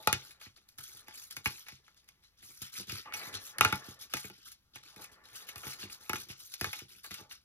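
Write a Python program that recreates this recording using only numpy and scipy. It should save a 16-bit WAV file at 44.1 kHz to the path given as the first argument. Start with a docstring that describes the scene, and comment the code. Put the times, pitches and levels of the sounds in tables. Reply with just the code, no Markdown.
"""A quiet room lies under heavy paper torn in short pulls along a steel ruler on a wooden table.
Two sharp snaps open it: where the edge lets go of a ruler tooth, fibres crack, the sheet flaps and the ruler rings.
Short rips follow as clumped crackle, with a strong snap at 1.5 s; the sheet scrapes, the table thuds and thrums.
A faint squeak at 3.06 s comes before the loudest snaps, near 3.6 s; rips and weaker snaps then run to the end.
Filtered noise makes crackle and scrape, dying sines make ruler and table; two microphone ports hear it all."""
import sys
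import numpy as np
from scipy import signal
from scipy.fft import rfft, irfft
from scipy.io import wavfile
from scipy.ndimage import uniform_filter1d

SR = 44100
rng = np.random.default_rng(int(sys.argv[2]) if len(sys.argv) > 2 else 0)


def persist_wave(psi):
    """Save psi, clipped to +-1, as 16-bit WAV."""
    counts = np.round(np.clip(psi, -1, 1) * 32767).astype(np.int16)
    wavfile.write(sys.argv[1], SR, np.atleast_2d(counts).T)


N = 328104

# The steady quiet of the room. Each row: frequency in Hz, relative spectrum level in dB.
HUSH_SPECTRUM = [(25, -10), (60, 0), (130, -6.5), (400, -20.5), (700, -26.5), (4000, -22), (16000, -29.5)]
HUSH_DB = -74.5  # RMS level
# Decay of the room. Each row: frequency in Hz, time to fall by 60 dB in s.
ROOM_DECAY = [(200, 0.057), (700, 0.19), (1800, 0.12), (5000, 0.17), (12000, 0.035)]
# Modes of the table top. Each row: frequency in Hz, nominal level in dB, time to fall by 60 dB in s.
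TABLE_MODES = [(102, 4.5, 0.097), (134, -1.5, 0.18), (196, -0.5, 0.11), (255, 0.5, 0.05), (307, 1.5, 0.06),
               (356.4, 2.5, 0.073), (426, -2.5, 0.096), (593.4, -7, 0.02), (800, -6, .04)]
# Blows on the table. Each row: start in s, peak level in dB, softness (time to greatest force) in ms.
THUDS = [(0.07, -34, 0.87), (0.124, -35.5, 0.86), (0.462, -52, 0.94), (0.781, -54.5, 1.2), (1.081, -57, .4),
         (1.368, -47, 0.35), (1.459, -35.5, 1.8), (1.721, -52.5, 1.2), (2.429, -62, 0.65),
         (2.613, -48, 0.89), (2.778, -51, 1.05), (2.81, -51.5, 0.34), (2.882, -48, 2.8), (2.921, -40, 0.4),
         (2.949, -64, 0.8), (3.268, -52, 0.52), (3.34, -53, 1), (3.361, -52, 1.1), (3.586, -44, 1.2),
         (3.606, -31.5, 0.1), (3.65, -31.5, 0.085), (3.723, -31.5, 0.39), (3.88, -41, 0.35),
         (4.14, -36, 0.089), (4.242, -43, 0.13), (4.301, -50.5, 0.1), (4.757, -56, 0.33),
         (4.963, -49, 0.078), (5.555, -50, 1.6), (5.663, -42, 0.25), (5.832, -43.5, 0.15),
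         (5.851, -46, 0.19), (6.093, -35, 0.09), (6.134, -35.5, 0.27), (6.296, -46.5, 0.82),
         (6.611, -34.5, 0.13), (6.663, -44, 1.2), (6.815, -46.5, 0.21), (7.107, -49.5, 0.63),
         (7.207, -51, 0.2)]
# Modes of the steel ruler. Each row: frequency in Hz, nominal level in dB, time to fall by 60 dB in s.
RULER_MODES = [(624, -13, 0.05), (870, 1, 0.05), (1180, -14, 0.026), (1410, 3, 0.024), (1740, -1, 0.035),
               (1985, 2, 0.025), (2205, 6, 0.035), (2480, 5, 0.035), (2775, 3, 0.03), (3500, -2, 0.03),
               (4300, -8, .03), (5300, -12, .03)]
# The sheet dragging under the ruler. Each row: time in s, level in dB, favoured pitch in Hz.
DRAG = [(0.0, -57, 987), (0.07, -67.5, 1030), (0.45, -73.5, 1667), (0.55, -85, 1740), (1.12, -68.5, 1700),
        (1.34, -79, 1583), (3.045, -84, 2400), (3.055, -52.5, 2400), (3.12, -56.5, 2300), (3.2, -47, 1900),
        (3.5, -66, 1622), (3.65, -46, 1773), (4.05, -71, 1500), (4.35, -104.5, 1500), (4.94, -70.5, 1130),
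        (5.0, -55.5, 1086), (5.06, -65, 1650), (5.3, -65.5, 1650), (5.7, -59, 1600), (5.96, -65, 1600),
        (6.2, -72.5, 1567), (6.5, -82, 1676), (7.1, -96, 1500), (7.2, -59.5, 1098), (7.27, -67, 995),
        (7.44, -103, 1034)]
# One squeak of the sheet: start in s, length in s, pitch in Hz, level in dB.
SQUEAK = (3.058, .042, 1176, -53)
# Snaps of the edge. Each row: start in s, peak level of flap and ruler in dB, flap pitch in Hz,
# fibre crack re that peak in dB, decay time in ms.
SNAPS = [(0.073, -12, 1220, -3.5, 2.16), (0.128, -13, 2800, -2, 0.84), (0.308, -45, 3000, -2, 1.8),
         (0.413, -37.5, 1840, -14, 2.1), (0.46, -43, 2240, -22, 14), (0.574, -51.5, 2034, -5.5, 5.4),
         (0.689, -57.5, 2810, 12, 1.9), (0.784, -40.5, 1730, 2.5, 6.1), (1.082, -40, 1740, -2, 2.4),
         (1.109, -41.5, 1790, -16, 2), (1.309, -44, 2470, 4.5, 4.2), (1.366, -30.5, 1820, -2.5, 3),
         (1.458, -14, 2070, -11, 2), (1.665, -41, 1810, -21, 5.6), (1.683, -37, 1890, -7, 8.2),
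         (1.721, -47, 3800, -9, 1.2), (1.88, -46, 1940, -14, 0.66), (1.945, -63, 3500, 5.5, 1.),
         (1.973, -63, 3000, -2, 1.5), (2.043, -67.5, 3020, 6.5, 1.5), (2.081, -55, 2364, -6, 2.9),
         (2.088, -49, 2430, 2, 2.7), (2.237, -57.5, 2040, -5.5, 1.9), (2.426, -45.5, 2000, -14, 4.2),
         (2.618, -41, 3200, 8.5, 8.1), (2.895, -31.5, 2700, -28, 4.9), (2.907, -33.5, 3040, -16, 0.25),
         (2.92, -33.5, 3350, 1, 2.2), (2.945, -48, 3220, -27, 2.8), (3.048, -51, 2520, -12, 1.8),
         (3.057, -40, 1090, -30, 1.6), (3.123, -30.5, 1470, -32, 1.56), (3.137, -26, 2300, -8.5, 4.2),
         (3.341, -41.5, 1580, 3.5, 7), (3.359, -46, 3120, -25, 1.9), (3.584, -22, 1800, -4.5, 1.6),
         (3.609, -4.5, 2050, -8.5, 1.7), (3.648, -8.5, 1570, -11, 2.76), (3.725, -17.5, 1420, -8.5, 2.6),
         (4.137, -22, 1580, -4.5, 2.9), (4.168, -34, 1660, 2, 6.6), (4.242, -37.5, 1670, -14, 6.6),
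         (4.299, -36, 1470, -8, 1.3), (4.518, -54, 3510, 13.5, 8.8), (4.757, -36, 1743, -6, 4.4),
         (4.962, -44, 2070, 0.5, 2.4), (5.043, -37.5, 1800, -2, 3.2), (5.488, -36, 2060, -1, 5.7),
         (5.558, -36, 1660, 0, 3.6), (5.581, -39.5, 4000, 2.5, 1.4), (5.632, -35.5, 1340, -10, 11),
         (5.668, -37, 1800, -2, 3.9), (5.722, -38.5, 2150, -7, 1.9), (5.828, -35, 3100, -26, 2.9),
         (5.838, -41, 3000, -3, 2.3), (5.898, -41, 3270, -36, 1.2), (6.095, -22.5, 1740, -4, 3),
         (6.132, -20.5, 1440, -7.5, 1.4), (6.156, -27, 2300, -11, 2.7), (6.299, -37, 2500, -72, 7.6),
         (6.539, -39.5, 2000, 8.5, 4.8), (6.611, -23, 1820, -4, 3.9), (6.643, -19, 1550, -9.5, 2),
         (6.73, -27.5, 2160, -6, 5.2), (6.791, -39, 2330, -3, 3.3), (7.042, -38, 1700, -5.5, 13),
         (7.108, -36.5, 1990, -5, 10), (7.141, -35, 3150, 0, 5.4), (7.31, -36.5, 3460, -12, 5.2)]
# Colour of breaking fibres. 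Each row: frequency in Hz, relative spectrum level in dB.
FIBRE_SPECTRUM = [(150, -27), (600, -27), (950, -12.5), (1400, 2), (2400, -9.5), (3500, 1.5), (5000, 2.5),
                  (7000, 0), (10000, 2), (13000, -3.5), (15500, -3), (16200, -31)]
# Separate rips of the strip. Each row: start in s, swell in ms, hold in ms, level in dB,
# treble re the rest in dB.
RIPS = [(0.0, 3, 58, -54.5, -3), (0.21, 31, 72, -57.5, 1), (0.398, 16, 42, -53, -5),
        (0.559, 5.6, 6.3, -60.5, -19), (0.683, 4.2, 7.4, -72, 12), (0.778, 14, 215, -51.5, 2.5),
        (1.063, 11, 120, -61.5, -33), (1.131, 14, 122, -55.5, 7), (1.302, 6.4, 12, -51, 1),
        (1.358, 4.6, 26, -64, 7), (1.444, 20, 2, -42, 0), (1.496, 4.1, 120, -53, 3.5),
        (1.66, 16, 72, -56.5, -16), (1.84, 18, 12, -65, -17), (1.964, 6.1, 9.6, -64, -25),
        (2.075, 5.4, 6.9, -66, -2.5), (2.223, 15, 30, -69, -12), (2.37, 11.3, 31, -64.5, -4.5),
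        (2.42, 9.1, 234, -58.5, 5.5), (2.606, 21, 56, -52.5, -1), (2.721, 55, 35.5, -42, -3),
        (2.87, 28, 105, -44, -3), (3.1, 27, 9.2, -80, 10), (3.133, 8.9, 144, -46, 0),
        (3.326, 17, 9, -39, -22), (3.398, 49, 56, -52.5, 3.5), (3.74, 12, 22, -59, 10.5),
        (3.838, 8.4, 79, -52.5, -1), (3.99, 26, 10.5, -47, 0), (4.097, 40, 7.1, -48, -9),
        (4.15, 5.9, 112, -50.5, 3), (4.33, 20, 150, -62, -7.5), (4.448, 11.5, 22, -54, 3),
        (4.499, 8.1, 13, -64, -6), (4.735, 18, 11.5, -51.5, -10.5), (4.827, 7.2, 100, -57, -6),
        (4.97, 52, 10, -50, 1), (5.115, 5.4, 3.5, -60, -0.5), (5.237, 19, 69, -59, -4),
        (5.33, 25, 74, -51, 1), (5.468, 20, 13, -48, 0.5), (5.555, 11, 87, -60, 8.5),
        (5.63, 50, 55, -45.5, 2), (5.787, 11, 44, -45, -5.5), (5.898, 29, 9.9, -50.5, 2.5),
        (5.999, 13, 120, -57, 0.5), (6.14, 20, 54, -49, 3.5), (6.286, 19, 9, -44, -6.5),
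        (6.375, 29, 73, -58.5, 8), (6.489, 44, 11, -53, -0.5), (6.58, 33, 6, -50, -3),
        (6.62, 34, 81, -48.5, 0), (6.74, 16, 54, -48, -3.5), (6.883, 16, 93, -58, 0.5),
        (7.032, 9.3, 21, -51.5, 3), (7.103, 9.6, 86, -49, -4), (7.293, 21.6, 18.4, -51, -3.5)]
# Likeness of the two ports. Each row: frequency in Hz, likeness from 0 to 1.
PORT_LIKENESS = [(100, .9), (700, .6), (1300, .85), (3000, .6), (6000, .75), (8400, .995), (10400, .88),
                 (12400, .995), (14400, .8), (15800, .92)]
# Phase between the ports. Each row: frequency in Hz, lead of the left in radians.
PORT_LEAD = [(340, 0), (1380, .7), (2070, 2.1), (3790, 2), (5860, 4.4), (6890, 4.1), (8000, 3.2),
             (8900, 3.05), (11800, .15), (13000, -.1), (15200, -2.6)]
# Balance of the ports. Each row: frequency in Hz, left over right in dB.
PORT_BALANCE = [(60, 2.5), (250, -1.5), (550, 0.2), (1200, 2.1), (2400, 1), (4500, 3.3), (8500, 0),
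                (14000, 0)]

BAND_EDGE_HZ = 16500
SWELL_DB, SAG_DB_PER_S, RELEASE_DB_PER_S = 12, 28.5, 427.5  # each rip swells, sags, then lets go
STIR_DB = -85  # the sheet never lies quite still
FLUTTER_DB, FLUTTER_DB_PER_S, FLUTTER_TREBLE_DB = -33.5, 169, -22.5  # the freed edge after a snap
HAND_THRUM_DB = -15  # the dragging hand thrums the table, re the drag
SHAKE_DB, SHAKE_DB_PER_S = -19, 200  # the table trembles on after a thud


def gain_of(db):
    """Definition of level: 20 dB is a factor of ten in amplitude."""
    return 10 ** (np.asarray(db) / 20)


def evened(x):
    """Normalisation of power: the RMS value becomes one."""
    return x / np.sqrt(np.mean(x ** 2) + 1e-20)


def read(points, hz):
    """Interpolation of a curve on a logarithmic frequency scale."""
    f, value = np.transpose(points)
    return np.interp(np.log(hz + 1), np.log(f + 1), value)


def along(rows, column):
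    """Linear interpolation of one column over time, in the first column."""
    return np.interp(np.arange(N) / SR, np.transpose(rows)[0], np.transpose(rows)[column])


def add(mix, s, sound):
    """Superposition: a sound starting at s seconds adds to the mix."""
    part = mix[..., round(s * SR):][..., :sound.shape[-1]]
    part += sound[..., :part.shape[-1]]


def coloured(x, points):
    """Linear filtering: each frequency is scaled by a spectrum in dB."""
    hz = np.fft.rfftfreq(x.shape[-1], 1 / SR)
    return irfft(rfft(x) * gain_of(read(points, hz)), x.shape[-1])


def treble(x, hz):
    """High-pass filtering: second-order loss below the given frequency."""
    return signal.sosfilt(signal.butter(2, hz, "high", fs=SR, output="sos"), x)


def bent(x, lag_100_s):
    """Dispersion of bending waves: low ones come late, by lag_100_s at 100 Hz."""
    hz = np.fft.rfftfreq(x.shape[-1], 1 / SR)
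    return irfft(rfft(x) * np.exp(-40j * np.pi * lag_100_s * np.sqrt(hz)), x.shape[-1])


def ring(modes, seconds):
    """Modal superposition: one blow sounds as a sum of dying sines."""
    t = np.arange(round(seconds * SR)) / SR
    return sum(gain_of(db - 60 * t / t60) * np.sin(2 * np.pi * hz * t) for hz, db, t60 in modes)


def patchy(x, patchy_db):
    """Spectral modulation: the colour drifts in patches as the curl of the strip changes."""
    z = signal.stft(x, nperseg=256, noverlap=192)[2]
    across_bands = uniform_filter1d(rng.standard_normal(z.shape[1:]), 3, 0)
    patches = evened(uniform_filter1d(across_bands, 16, 1))
    drifting = signal.istft(z * gain_of(patchy_db * patches), nperseg=256, noverlap=192)[1]
    return evened(drifting[:, :N])


def envelope(s, swell_ms, hold_ms, db, release_db_per_s):
    """Exponential growth and decay: the gain of one stroke swells, sags while held, and releases."""
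    t = np.arange(N) / SR - s
    swell, hold = max(swell_ms, 1) / 1000, max(hold_ms, 0) / 1000
    held = np.clip(t - swell, 0, hold)
    shape = -SWELL_DB * np.clip(1 - t / swell, 0, 1) - SAG_DB_PER_S * held
    return (t >= 0) * gain_of(db + shape - release_db_per_s * np.maximum(t - swell - hold, 0))


def hush():
    """Stationary noise: the steady quiet of the room has a fixed spectrum."""
    return gain_of(HUSH_DB) * evened(coloured(rng.standard_normal((2, N)), HUSH_SPECTRUM))


def room(x):
    """Reverberation: sparse taps of random sign, each band dying at its own speed."""
    taps = np.zeros((2, SR // 3))
    at = np.arange(120, SR // 3 - 20, 20)
    at = at + rng.integers(0, 20, (2, len(at)))
    np.put_along_axis(taps, at, rng.choice([-1., 1.], at.shape), 1)
    hz, t, z = signal.stft(taps, SR, nperseg=256)
    decay = gain_of(-60 * t / read(ROOM_DECAY, hz)[:, None])
    tail = signal.istft(z * decay, SR, nperseg=256)[1]
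    return signal.fftconvolve(x, tail / np.linalg.norm(tail[0]), axes=1)[:, :N]


def table_top(modes, lag_100_s=0.0096):
    """Modal ringing with dispersion; little radiates under the first modes."""
    rung = np.pad(ring(modes, .3), (0, 8000))
    return bent(treble(treble(rung, 77), 77), lag_100_s)


def table(tear_gain, tug_db=-22, place_db=4):
    """Forced response: thuds, the hands and the tug of the tear ring the same table modes."""
    out, t = np.zeros((2, N)), np.arange(900) / SR
    places = rng.standard_normal((len(THUDS), 2, len(TABLE_MODES)))
    for (s, db, soft_ms), paths in zip(THUDS, places):
        # each thud lands somewhere else, so it favours other modes
        tops = []
        for place in paths:
            modes = [(f, d + place_db * p, t60) for (f, d, t60), p in zip(TABLE_MODES, place)]
            tops.append(table_top(modes))
        blow = t * np.exp(-1000 * t / np.clip(soft_ms, .1, 3))
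        thud = signal.fftconvolve(blow[None], np.array(tops), axes=1)
        add(out, s, gain_of(db) * thud / abs(thud).max())
    unevenness = evened(uniform_filter1d(rng.standard_normal(N), 900))
    lumps = gain_of(6.8 * unevenness) * rng.standard_normal((2, N))
    thrum = evened(signal.fftconvolve(lumps, table_top(TABLE_MODES)[None], axes=1)[:, :N])
    shake = sum(envelope(s, 5.7, 0, db + SHAKE_DB, SHAKE_DB_PER_S) for s, db, _ in THUDS)
    hand = gain_of(along(DRAG, 1) + HAND_THRUM_DB)
    tug = gain_of(tug_db) * tear_gain
    return out + (shake + hand + tug) * thrum


def scraping(clump_db=1.5, near_db=12, above_db=45, top_hz=2950):
    """Friction noise: the sheet drags under the ruler, dull, in the modes near its pitch."""
    clumps = evened(uniform_filter1d(rng.standard_normal(N), 500))
    drag = gain_of(clump_db * clumps) * rng.standard_normal((2, N))
    x, power = np.zeros((2, N)), 0
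    for hz, _, t60 in RULER_MODES[:9]:
        octaves = np.log2(hz / along(DRAG, 2))
        # modes well above the favoured pitch fall away faster
        share = gain_of(-near_db * abs(octaves) - above_db * np.maximum(octaves - .15, 0))
        mode = ring([(hz, 0, .7 * t60)], .04)  # the ring is damped under the sheet
        x += share * evened(signal.oaconvolve(drag, mode[None], axes=1)[:, :N])
        power = power + share ** 2
    dull = signal.sosfilt(signal.butter(6, top_hz, fs=SR, output="sos"), x / np.sqrt(power))
    return gain_of(along(DRAG, 1)) * patchy(dull, patchy_db=2.5)


def squeak():
    """Resonant filtering of noise: the sheet chatters briefly on one narrow tone."""
    s, seconds, hz, db = SQUEAK
    count = round(seconds * SR)
    tone = signal.lfilter(*signal.iirpeak(hz, 22, SR), rng.standard_normal(count))
    out = np.zeros(N)
    add(out, s, gain_of(db) * evened(tone) * signal.windows.tukey(count, .3))
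    return out


def snaps(rise_s=0.00023, rattle_s=0.0015, rattle_db=-13, ruler_db=6, near_db=9, place_db=1.0,
          lag_100_s=.003, knock_db=-2):
    """Sudden release: a bright crack of fibres, a dull flap of the sheet, the ruler briefly rattled."""
    air, t = np.zeros((2, N)), np.arange(4000) / SR
    rise = 1 - np.exp(-t / rise_s)
    fade_out = np.minimum(rise[::-1], 1) ** 2
    draws = rng.standard_normal((len(SNAPS), 3, 2, len(t)))
    places = rng.standard_normal((len(SNAPS), len(RULER_MODES)))
    for (s, db, hz, crack_db, ms), noises, place in zip(SNAPS, draws, places):
        crack_noise, flap_noise, ruler_noise = noises
        fall = rise * np.exp(-1000 * t / np.clip(ms, .4, 12))

        crack = treble(coloured(crack_noise * fall, FIBRE_SPECTRUM), 1.3 * hz)
        crack = gain_of(crack_db) * crack / abs(treble(crack, 9900)).max()  # level set by its top treble

        flap = signal.lfilter(*signal.iirpeak(hz, 2.4, SR), flap_noise * fall)
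        flap = treble(treble(flap, .55 * hz), .55 * hz)

        # the flap drives the modes nearest its pitch; the place along the ruler favours others
        modes = [(f, d - near_db * abs(np.log2(f / hz)) + place_db * p, t60)
                 for (f, d, t60), p in zip(RULER_MODES, place)]
        shake = ruler_noise * (fall + gain_of(rattle_db) * rise * np.exp(-t / rattle_s))
        knock = gain_of(knock_db - 2 * ms) * (np.arange(len(t)) == 30)  # short snaps hit at once
        shake = shake / np.linalg.norm(shake[0]) + knock
        rung = signal.fftconvolve(shake, ring(modes, 0.078)[None], axes=1)[:, :len(t)]
        rung = treble(rung, 0.36 * hz)

        body = flap / abs(flap).max() + gain_of(ruler_db) * rung / abs(rung).max()
        body = bent(body, lag_100_s)
        body = body / abs(body).max()
        add(air, s, gain_of(db) * (crack + body) * fade_out)
    return air


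def pull():
    """Amplitude modulation: gains of the tear below and above its treble edge, over time."""
    rips = np.array([envelope(s, swell, hold, db, RELEASE_DB_PER_S) for s, swell, hold, db, _ in RIPS])
    flutter = sum(envelope(s, 1.3, 0, db + FLUTTER_DB, FLUTTER_DB_PER_S) for s, db, *_ in SNAPS)
    low = rips.sum(0) + flutter + gain_of(STIR_DB)
    high = gain_of(np.transpose(RIPS)[4]) @ rips
    high = high + gain_of(FLUTTER_TREBLE_DB) * flutter + gain_of(STIR_DB - 8.5)
    return low, high


def random_breaks(per_s, spread_db, most):
    """Random point process: breaks at a mean rate, of exponentially spread levels up to a limit."""
    return gain_of(spread_db * np.minimum(rng.exponential(1, N), most)) * (rng.random(N) < per_s / SR)


def pops(per_s=500, spread_db=3, cycles=5, count=14):
    """Damped oscillation: single tough fibres snap, each a short tick on one of a set of pitches."""
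    size = random_breaks(per_s, spread_db, 4)
    which, t, out = rng.integers(0, count, N), np.arange(600) / SR, np.zeros((2, N))
    for k, hz in enumerate(np.geomspace(2000, 8000, count)):
        swing = np.sin(2 * np.pi * (hz * t + rng.random((2, 1))))
        tick = hz * t * np.exp(-3 * hz * t / cycles) * swing
        out += signal.oaconvolve((size * (which == k))[None], np.sqrt(hz) * tick, axes=1)[:, :N]
    return evened(out)


def tearing(low_gain, high_gain, per_s=1800, spread_db=1.0, clump_db=2.5, hiss=1.0):
    """Shot noise: fibres break in clumps over a fine hiss, a little different along two paths."""
    clumps = evened(uniform_filter1d(uniform_filter1d(rng.standard_normal(N), 300), 200))
    size = random_breaks(per_s, spread_db, 6)
    bursts = signal.lfilter([1], [1, -.93], size)  # each decays in a third of a millisecond
    x = (evened(bursts) + hiss) * gain_of(clump_db * clumps) * rng.standard_normal((2, N))
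    x = patchy(coloured(x, FIBRE_SPECTRUM), patchy_db=3.5)
    x = x + .5 * pops()
    high = treble(x, 4400)
    return low_gain * (x - high) + high_gain * high


def scene():
    """Superposition of the sources along two paths, with the paper also reverberated by the room."""
    low, high = pull()
    paper = tearing(low, high) + snaps() + scraping() + squeak()
    paper = treble(paper, 200)  # thin paper moves no deep bass
    return paper + gain_of(-9.0) * room(paper) + table(low) + hush()


def record(dry):
    """Partial coherence: the right port mixes a phase-shifted left path with the second; both band-limited."""
    hz = np.fft.rfftfreq(N, 1 / SR)
    a, b = rfft(dry)
    same = np.clip(read(PORT_LIKENESS, hz), 0, 1)
    balance = gain_of(read(PORT_BALANCE, hz) / 2)  # half the difference goes to each port
    right = (same * a + np.sqrt(1 - same ** 2) * b) * np.exp(-1j * read(PORT_LEAD, hz))
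    ports = irfft(np.array([a * balance, right / balance]), N)
    band_limit = signal.firwin(511, BAND_EDGE_HZ, window=("kaiser", 9), fs=SR)
    return signal.oaconvolve(ports, band_limit[None], "same")


dry = scene()
out = record(dry)
persist_wave(out)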